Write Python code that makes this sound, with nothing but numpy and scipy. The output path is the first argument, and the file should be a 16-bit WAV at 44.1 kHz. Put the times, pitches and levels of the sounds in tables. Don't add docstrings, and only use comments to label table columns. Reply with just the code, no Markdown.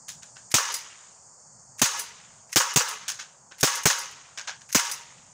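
import sys
import numpy as np
from scipy import signal
from scipy.io import wavfile
from scipy.ndimage import uniform_filter1d, minimum_filter1d

SR = 44100
rng = np.random.default_rng(int(sys.argv[2]) if len(sys.argv) > 2 else 0)


def invert_db(level):
    return 10 ** (np.asarray(level, dtype=float) / 20)


def generate_wav(signal):
    frames = np.transpose(np.atleast_2d(signal))
    scaled = np.clip(frames, -1, 1) * 32767
    pcm = np.round(scaled).astype(np.int16)
    wavfile.write(sys.argv[1], SR, pcm)


N = 235449


def evened(x):
    return x / np.sqrt(np.mean(x ** 2) + 1e-20)


def smoothed(x, along_hz, along_time):
    return uniform_filter1d(uniform_filter1d(x, size=along_hz, axis=0), size=along_time, axis=1)


def read(points, hz):
    f, value = np.transpose(points)
    return np.interp(np.log(hz + 1), np.log(f + 1), value)


def add(mix, s, sound):
    part = mix[round(s * SR):][:len(sound)]
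    part += sound[:len(part)]


def colour(points, tilt_db=0):
    hz = abs(np.fft.fftfreq(4096, 1 / SR))
    level_db = read(points, hz) + tilt_db * np.log2((hz + 200) / 2000)
    log_gain = np.log(invert_db(np.maximum(level_db, -90)))
    taps = np.fft.ifft(np.exp(np.conj(signal.hilbert(log_gain)))).real[:2048]
    return taps / np.linalg.norm(taps)


def puff(hold_s, t60, rough_db):
    t = np.arange(2000) / SR
    flicker = evened(uniform_filter1d(rng.standard_normal(len(t)), size=40))
    fall_db = 60 * np.maximum(t - hold_s, 0) / max(t60, 1e-3)
    return rng.standard_normal(len(t)) * invert_db(rough_db * flicker - fall_db)


# frequency in Hz, t60 in seconds.
PORCH_DECAY = [(100, .06), (400, 0.16), (700, 0.22), (950, 0.29), (1800, 0.26), (6000, 0.28), (12000, 0.2),
               (16000, 0.19)]
# frequency in Hz, t60 in seconds.
YARD_DECAY = [(300, 1.16), (700, 0.72), (1000, 1.234), (3000, 1.12), (7000, 0.74), (12000, 0.39)]
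LATE_FALL_S, LATE_FALL_DB_PER_S = 0.57, -61


def space(tick, porch_db, yard_db, rise_s):
    hz, t, z = signal.stft(rng.standard_normal(SR), SR, nperseg=256)
    porch = invert_db(porch_db - 60 * t / read(PORCH_DECAY, hz)[:, None])
    yard = invert_db(yard_db - 60 * t / read(YARD_DECAY, hz)[:, None]) * np.clip(t / 0.081, 0, 1)
    yard = yard * invert_db(LATE_FALL_DB_PER_S * np.maximum(t - LATE_FALL_S, 0))
    patches = evened(smoothed(rng.standard_normal(z.shape), 4, 8))
    clusters = invert_db(1.65 * patches + 1.7 * rng.standard_normal(len(t)))
    echo = signal.istft(z * np.hypot(porch, yard) * clusters, SR, nperseg=256)[1]
    echo *= np.clip(np.arange(len(echo)) / SR / rise_s, 0, 1)
    return signal.fftconvolve(echo, tick)


# start in seconds, peak in dB, gas push relative to it in dB.
SHOTS = [(0.541, -6.5, -1), (1.8163, -8.5, 1), (2.5590, -8.5, -1.5), (2.7599, -9, 0.5), (3.6297, -10, 3),
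         (3.8553, -9, 3), (4.7473, -10, 3)]
# frequency in Hz, density in dB per Hz.
BLAST = [(180, -21), (400, -12), (1000, -2.5), (2000, -3), (4000, -3.5), (7000, -1), (11000, -8.5),
         (16000, -17)]
# frequency in Hz, density in dB per Hz.
PUSH = [(25, -24.5), (60, -6), (120, 5.5), (250, 6), (500, -2), (1200, -3.5), (2500, -7.5), (5000, -17.5)]
FRONT_DB, FRONT_TILT_DB = 1, 3


def shots():
    mix = np.zeros(N)
    front, crack, push = colour(BLAST, FRONT_TILT_DB), colour(BLAST), colour(PUSH)
    for s, db, low_db in SHOTS:
        add(mix, s, invert_db(db + FRONT_DB) * np.convolve(puff(0.0012, 0.005, 1.0), front))
        add(mix, s, invert_db(db) * space(crack, 6.35, -19.5, 0.00117))
        gas = puff(0.014, 0.022, 2)
        add(mix, s, invert_db(db + low_db) * np.convolve(gas, push))
    return mix


# start in seconds, peak in dB, brightness in dB per octave.
STRIKES = [(0.5803, -15, 0.5), (1.8565, -17, 5), (2.6, -17, -2), (2.8038, -18.5, -3.5), (3.6727, -17, 2),
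           (3.9000, -17.5, 2.5), (4.7917, -19.5, 4)]
# frequency in Hz, density in dB per Hz.
TIN = [(300, -44.5), (500, -9), (760, -31.5), (850, -6.5), (1250, -2), (1700, -2.5), (2200, -12),
       (5000, -16), (10000, -22), (16000, -48)]
# frequency in Hz, level in dB, t60 in seconds.
PANEL = [(432, -16, 0.58), (520, -8, 0.34), (544, -2.5, 0.28), (708, -18.5, 0.29), (752, -6.5, 0.31),
         (836, 3, 0.26), (938, 2.5, 0.45), (1046, -4.5, 0.28), (1122, 8.5, 0.29), (1275, 1.5, 0.37),
         (1470, -2, 0.33), (1420, -23, 0.16), (1644, 3.5, 0.24), (1703, 1.5, 0.39), (1930, -11, 0.71),
         (2080, -3.5, 0.45), (2590, 1.5, 0.3), (2900, -14, 0.35), (2900, 2, 0.4), (3580, -1, 0.28)]


def strikes():
    mix, t = np.zeros(N), np.arange(SR // 2) / SR
    hz, mode_db, t60 = np.transpose(PANEL)[:, :, None]
    modes = invert_db(mode_db - 60 * t / t60) * np.sin(2 * np.pi * hz * t) * np.clip(t / 0.0021, 0, 1)
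    for s, db, tilt_db in STRIKES:
        knock = invert_db(db) * colour(TIN, tilt_db)
        add(mix, s, invert_db(3.5) * np.convolve(puff(0.0069, 0.049, 4.77), knock))
        shares = invert_db(1.9 * rng.standard_normal(len(PANEL))) * rng.choice([-1, 1], len(PANEL))
        beat_hz, turn = rng.uniform(4.47, 19.5, hz.shape), rng.random(hz.shape)
        beating = 0.59 + 1.4 * np.cos(2 * np.pi * (beat_hz * t + turn))
        add(mix, s, invert_db(db - 12.5) * shares @ (modes * beating))
        add(mix, s, space(knock, 4.5, -32.5, 0.0023))
    return mix


# frequency in Hz, density in dB per Hz.
SEAR = [(500, -54), (1000, -12.5), (1950, 2.5), (3500, -2), (5500, 4), (9500, 4), (13000, 3),
        (16000, -20.5)]
# sear letting go in seconds, peak in dB, brightness in dB per octave,
# slack taken up before that in seconds (0 = finger still on), first touch in dB.
PULLS = [(0.515, -11.5, -1.5, 0.0092, -34), (1.794, -9.5, -2.5, 0.015, -33), (2.528, -11, -3.5, 0.035, -37),
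         (2.7374, -13, 1, 0, 1), (3.6085, -7, 1.5, .025, -27), (3.834, -12.5, -1, 0, 0),
         (4.7265, -7.5, 0.5, 0.037, -26)]
SLACK_S, TOUCH_TILT_DB, TOUCH_DULLS_DB_PER_S = 0.019, 1, -170
LOAD_LEAD_S, LOAD_DB, LOAD_S, LOAD_TILT_DB = 0.009, -15, 0.008, -0.8
SEAR_S = 0.0084
SNAP_DB, SNAP_S = -1, 0.002
HAMMER_LAG_S, HAMMER_DB, HAMMER_S, HAMMER_TILT_DB = 0.013, -10, 0.0097, -2.5
SLIP_T60_S = 0.03


def trigger_pulls():
    mix = np.zeros(N)
    for s, db, tilt_db, slack_s, touch_db in PULLS:
        slips = [(0, 0, SEAR_S, tilt_db),
                 (0, SNAP_DB, SNAP_S, tilt_db),
                 (HAMMER_LAG_S, HAMMER_DB, HAMMER_S, HAMMER_TILT_DB)]
        if slack_s:
            touch_tilt_db = TOUCH_TILT_DB + TOUCH_DULLS_DB_PER_S * slack_s
            slips += [(-slack_s, touch_db - db, SLACK_S, touch_tilt_db),
                      (-LOAD_LEAD_S, LOAD_DB, LOAD_S, LOAD_TILT_DB)]
        for lag_s, slip_db, length_s, slip_tilt_db in slips:
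            rattle = np.convolve(puff(length_s, SLIP_T60_S, 1.6), colour(SEAR, slip_tilt_db))
            add(mix, s + lag_s, invert_db(db + slip_db - 19.5) * rattle)
    return mix


# start in seconds, peak in dB, slowness of the finger from 0 to 1.
RESETS = [(0.74, -21.5, .8), (1.9925, -23.5, 0.66), (2.884, -25.5, .1), (3.753, -25, .3),
          (3.9846, -26, 0.4), (4.11, -50.5, .1), (4.9141, -24, 1)]
# frequency in Hz, level in dB, t60 in seconds.
SPRING = [(4960, -2.5, 0.043), (6200, -3, 0.015), (8640, -8, 0.012), (9940, 8.5, 0.0079), (11900, -5, 0.01)]
LIFT_LEAD_S, LIFT_DB = 0.020, -11
STOP_LAG_S, STOP_DB = 0.020, -9


def trigger_resets():
    mix, t = np.zeros(N), np.arange(2048) / SR
    ring = sum(invert_db(db - 60 * t / t60) * np.sin(2 * np.pi * hz * t) for hz, db, t60 in SPRING)
    spring = ring / np.linalg.norm(ring) + invert_db(3.5) * colour(SEAR)
    for s, db, slow in RESETS:
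        slow = np.clip(slow, 0, 1)
        ticks = [(0, 1), (-LIFT_LEAD_S, slow * invert_db(LIFT_DB)), (STOP_LAG_S, slow * invert_db(STOP_DB))]
        for lag_s, gain in ticks:
            tick = np.convolve(puff(0.0083, 0.034, 1.2), spring)
            add(mix, s + lag_s, gain * invert_db(db - 8.5) * tick)
        add(mix, s, invert_db(db) * space(spring, -15, -58, 0.0025))
    return mix


# start in seconds, peak in dB, how hidden from the microphone from 0 to 1,
# brightness in dB per octave.
BOUNCES = [(0.0811, -34, .8, 1.5), (0.2211, -44.5, .9, -1.5), (0.358, -45.5, .85, -3.5),
           (3.0807, -25, .02, 1), (3.19, -33, .6, -2.5), (3.51, -43.5, .9, -6.5), (4.375, -30.5, 0.1, -3),
           (4.4742, -28, .2, -4), (4.607, -50, .95, -2)]
# frequency in Hz, density in dB per Hz.
FLOORBOARD = [(250, -31), (500, -18), (900, -7), (1350, -4.5), (1600, 5.5), (1950, -3.5), (3100, 0),
              (4000, -1), (7000, -0.5), (11000, -11.5), (16000, -27.5)]
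# delay in seconds, level in dB.
WALLS = [(.0025, 0.5), (0.01, 0), (0.02, 0), (0.03, -8.5), (.0375, -5)]
OPEN_DB, HIDDEN_DB = 7, -8
DULLED_DB = -5
CEILING_NEAR_S, CEILING_FAR_S = 0.007, 0.0105
CEILING_NEAR_DB, CEILING_FAR_DB = -14, 8
TREBLE_HZ, TREBLE_SHARE = 9000, 2.5


def bounces():
    mix = np.zeros(N)
    for s, db, hidden, tilt_db in BOUNCES:
        direct_db = OPEN_DB + (HIDDEN_DB - OPEN_DB) * hidden
        ceiling_s = CEILING_NEAR_S + (CEILING_FAR_S - CEILING_NEAR_S) * hidden
        ceiling_db = CEILING_NEAR_DB + (CEILING_FAR_DB - CEILING_NEAR_DB) * hidden
        landing = [(hz, level_db + TREBLE_SHARE * tilt_db * (hz > TREBLE_HZ)) for hz, level_db in FLOORBOARD]
        board = invert_db(db) * colour(landing, tilt_db)
        direct = np.convolve(puff(0.00038, 0.0028, 0), colour(landing, tilt_db + DULLED_DB * hidden))
        add(mix, s, invert_db(db + direct_db - 2.5) * direct)
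        ceiling = np.convolve(puff(0.00059, 0.023, 0), colour(landing, tilt_db - 0.5))
        add(mix, s + ceiling_s, invert_db(db + ceiling_db) * ceiling)
        for delay_s, wall_db in WALLS:
            wall = np.convolve(puff(0.0009, 0.018, 0), board)
            add(mix, s + delay_s, invert_db(0.57 * direct_db + wall_db - 3) * wall)
        add(mix, s, space(board, -3.0, -49, 0.0047))
    return mix


def wash(points, patchy_db, flicker_db):
    frames, hz = N // 128 + 5, np.fft.rfftfreq(512, 1 / SR)
    a, b, patches = rng.standard_normal((frames, 257, 3)).T
    patches = evened(smoothed(patches, 5, 20))
    flicker = evened(uniform_filter1d(rng.standard_normal(frames), size=3))
    z = (a + 1j * b) * invert_db(read(points, hz)[:, None] + patchy_db * patches + flicker_db * flicker)
    return evened(signal.istft(z, nperseg=512, noverlap=384)[1][:N])


# frequency in Hz, density in dB per Hz.
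INSECTS = [(3900, -48), (4100, -45.5), (4300, -18.5), (4700, -14.5), (5700, -15.5), (6500, -12), (7000, -5),
           (7700, -9), (8500, -9.5), (9000, -16.5), (9700, -33.5), (11000, -44.5), (13000, -78)]
# time in seconds, level in dB.
CHORUS = [(0, -53), (.45, -52.5), (1.3, -54), (3.4, -58.5), (5.34, -56)]
# note in Hz, rms level in dB.
SINGERS = [(6372, -71), (6710, -75), (6934, -85), (7139, -82.5), (7300, -86.5)]


def insects():
    t = np.arange(N) / SR
    chorus = invert_db(np.interp(t, *np.transpose(CHORUS))) * wash(INSECTS, 0.74, 0.6)
    for hz, db in SINGERS:
        waver = rng.standard_normal((2, N))
        waver = evened(uniform_filter1d(uniform_filter1d(waver, size=900), size=900))
        note = waver[0] * np.sin(2 * np.pi * hz * t) + waver[1] * np.cos(2 * np.pi * hz * t)
        chorus += invert_db(db) * note
    return chorus


# frequency in Hz, density in dB per Hz.
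STREET = [(15, -69), (25, -27.5), (107, -10), (160, -10), (216, -14), (291, -21.5), (418, -16), (517, -11),
          (921, -7.5), (1000, -10), (1300, -13.5), (1980, -24.5), (4100, -59), (5330, -75), (9020, -120)]


def street():
    nearly_flat = [(20, 0), (20000, 0.018)]
    murmur = signal.oaconvolve(wash(nearly_flat, 0.88, 0.4), colour(STREET))[:N]
    return invert_db(-59.5) * evened(murmur)


# centre in seconds, level in dB.
GUSTS = [(.15, -58), (.45, -66), (1.15, -71), (1.55, -66.5), (1.76, -60), (2.1, -63), (2.35, -63),
         (3.05, -64), (3.45, -64), (4.15, -62.5), (4.6, -62), (5.02, -67), (5.21, -60.5)]
# frequency in Hz, density in dB per Hz.
WIND = [(30, -18), (70, -8), (130, 4.5), (250, -7.5), (450, -31), (900, -72)]
GUST_S, LUMP_DB, LUMP_S = 0.11, 2.5, 0.022


def wind():
    t = np.arange(N) / SR
    gusts = sum(invert_db(db) * np.exp(-0.5 * ((t - s) / GUST_S) ** 2) for s, db in GUSTS)
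    lumps = invert_db(LUMP_DB * evened(uniform_filter1d(rng.standard_normal(N), round(LUMP_S * SR))))
    rumble = signal.oaconvolve(lumps * rng.standard_normal(N), colour(WIND))[:N]
    return gusts * evened(rumble)


def scene():
    pistol = shots() + strikes() + trigger_pulls() + trigger_resets() + bounces()
    return (pistol + insects() + street() + wind())[None]


def band_limit(x):
    return signal.sosfilt(signal.butter(12, 16970, fs=SR, output="sos"), x)


# frequency in Hz, response in dB.
MICROPHONE = [(4500, 0), (5700, 4), (6500, 7), (7500, 1), (9000, -1), (12000, -3.5), (13700, -10.5),
              (14700, 12), (15600, 6.5), (16100, -25), (16500, -33), (17500, -51)]
# frequency in Hz, density in dB per Hz.
HISS = [(2000, 0), (8000, -6), (14000, -12), (15300, -4), (16000, -6), (16600, -50)]
SELF_NOISE_DB, EDGE_HZ = -82, 16500
LIMIT_DB, AHEAD_S, HOLD_S, GLIDE_S = -12.5, 0.01, 0.085, 0.032


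def record(dry):
    heard = signal.oaconvolve(dry[0], colour(MICROPHONE))[:N]
    heard = heard + invert_db(SELF_NOISE_DB) * signal.oaconvolve(rng.standard_normal(N), colour(HISS))[:N]
    ahead, hold = round(AHEAD_S * SR), round(HOLD_S * SR)
    power_db = 10 * np.log10(abs(uniform_filter1d(heard ** 2, size=300)) + 1e-12)
    cut_db = np.minimum(LIMIT_DB - power_db, 0)
    span = ahead + hold + 1
    held_db = minimum_filter1d(np.pad(cut_db, (hold, ahead)), span)[span // 2:][:N]
    limited = heard * invert_db(uniform_filter1d(held_db, round(GLIDE_S * SR)))
    clipped = 0.65 * np.tanh(limited / 0.73)
    banded = signal.oaconvolve(clipped, signal.firwin(101, EDGE_HZ, fs=SR), "same")
    return band_limit(banded[None])


dry = scene()
out = record(dry)
generate_wav(out)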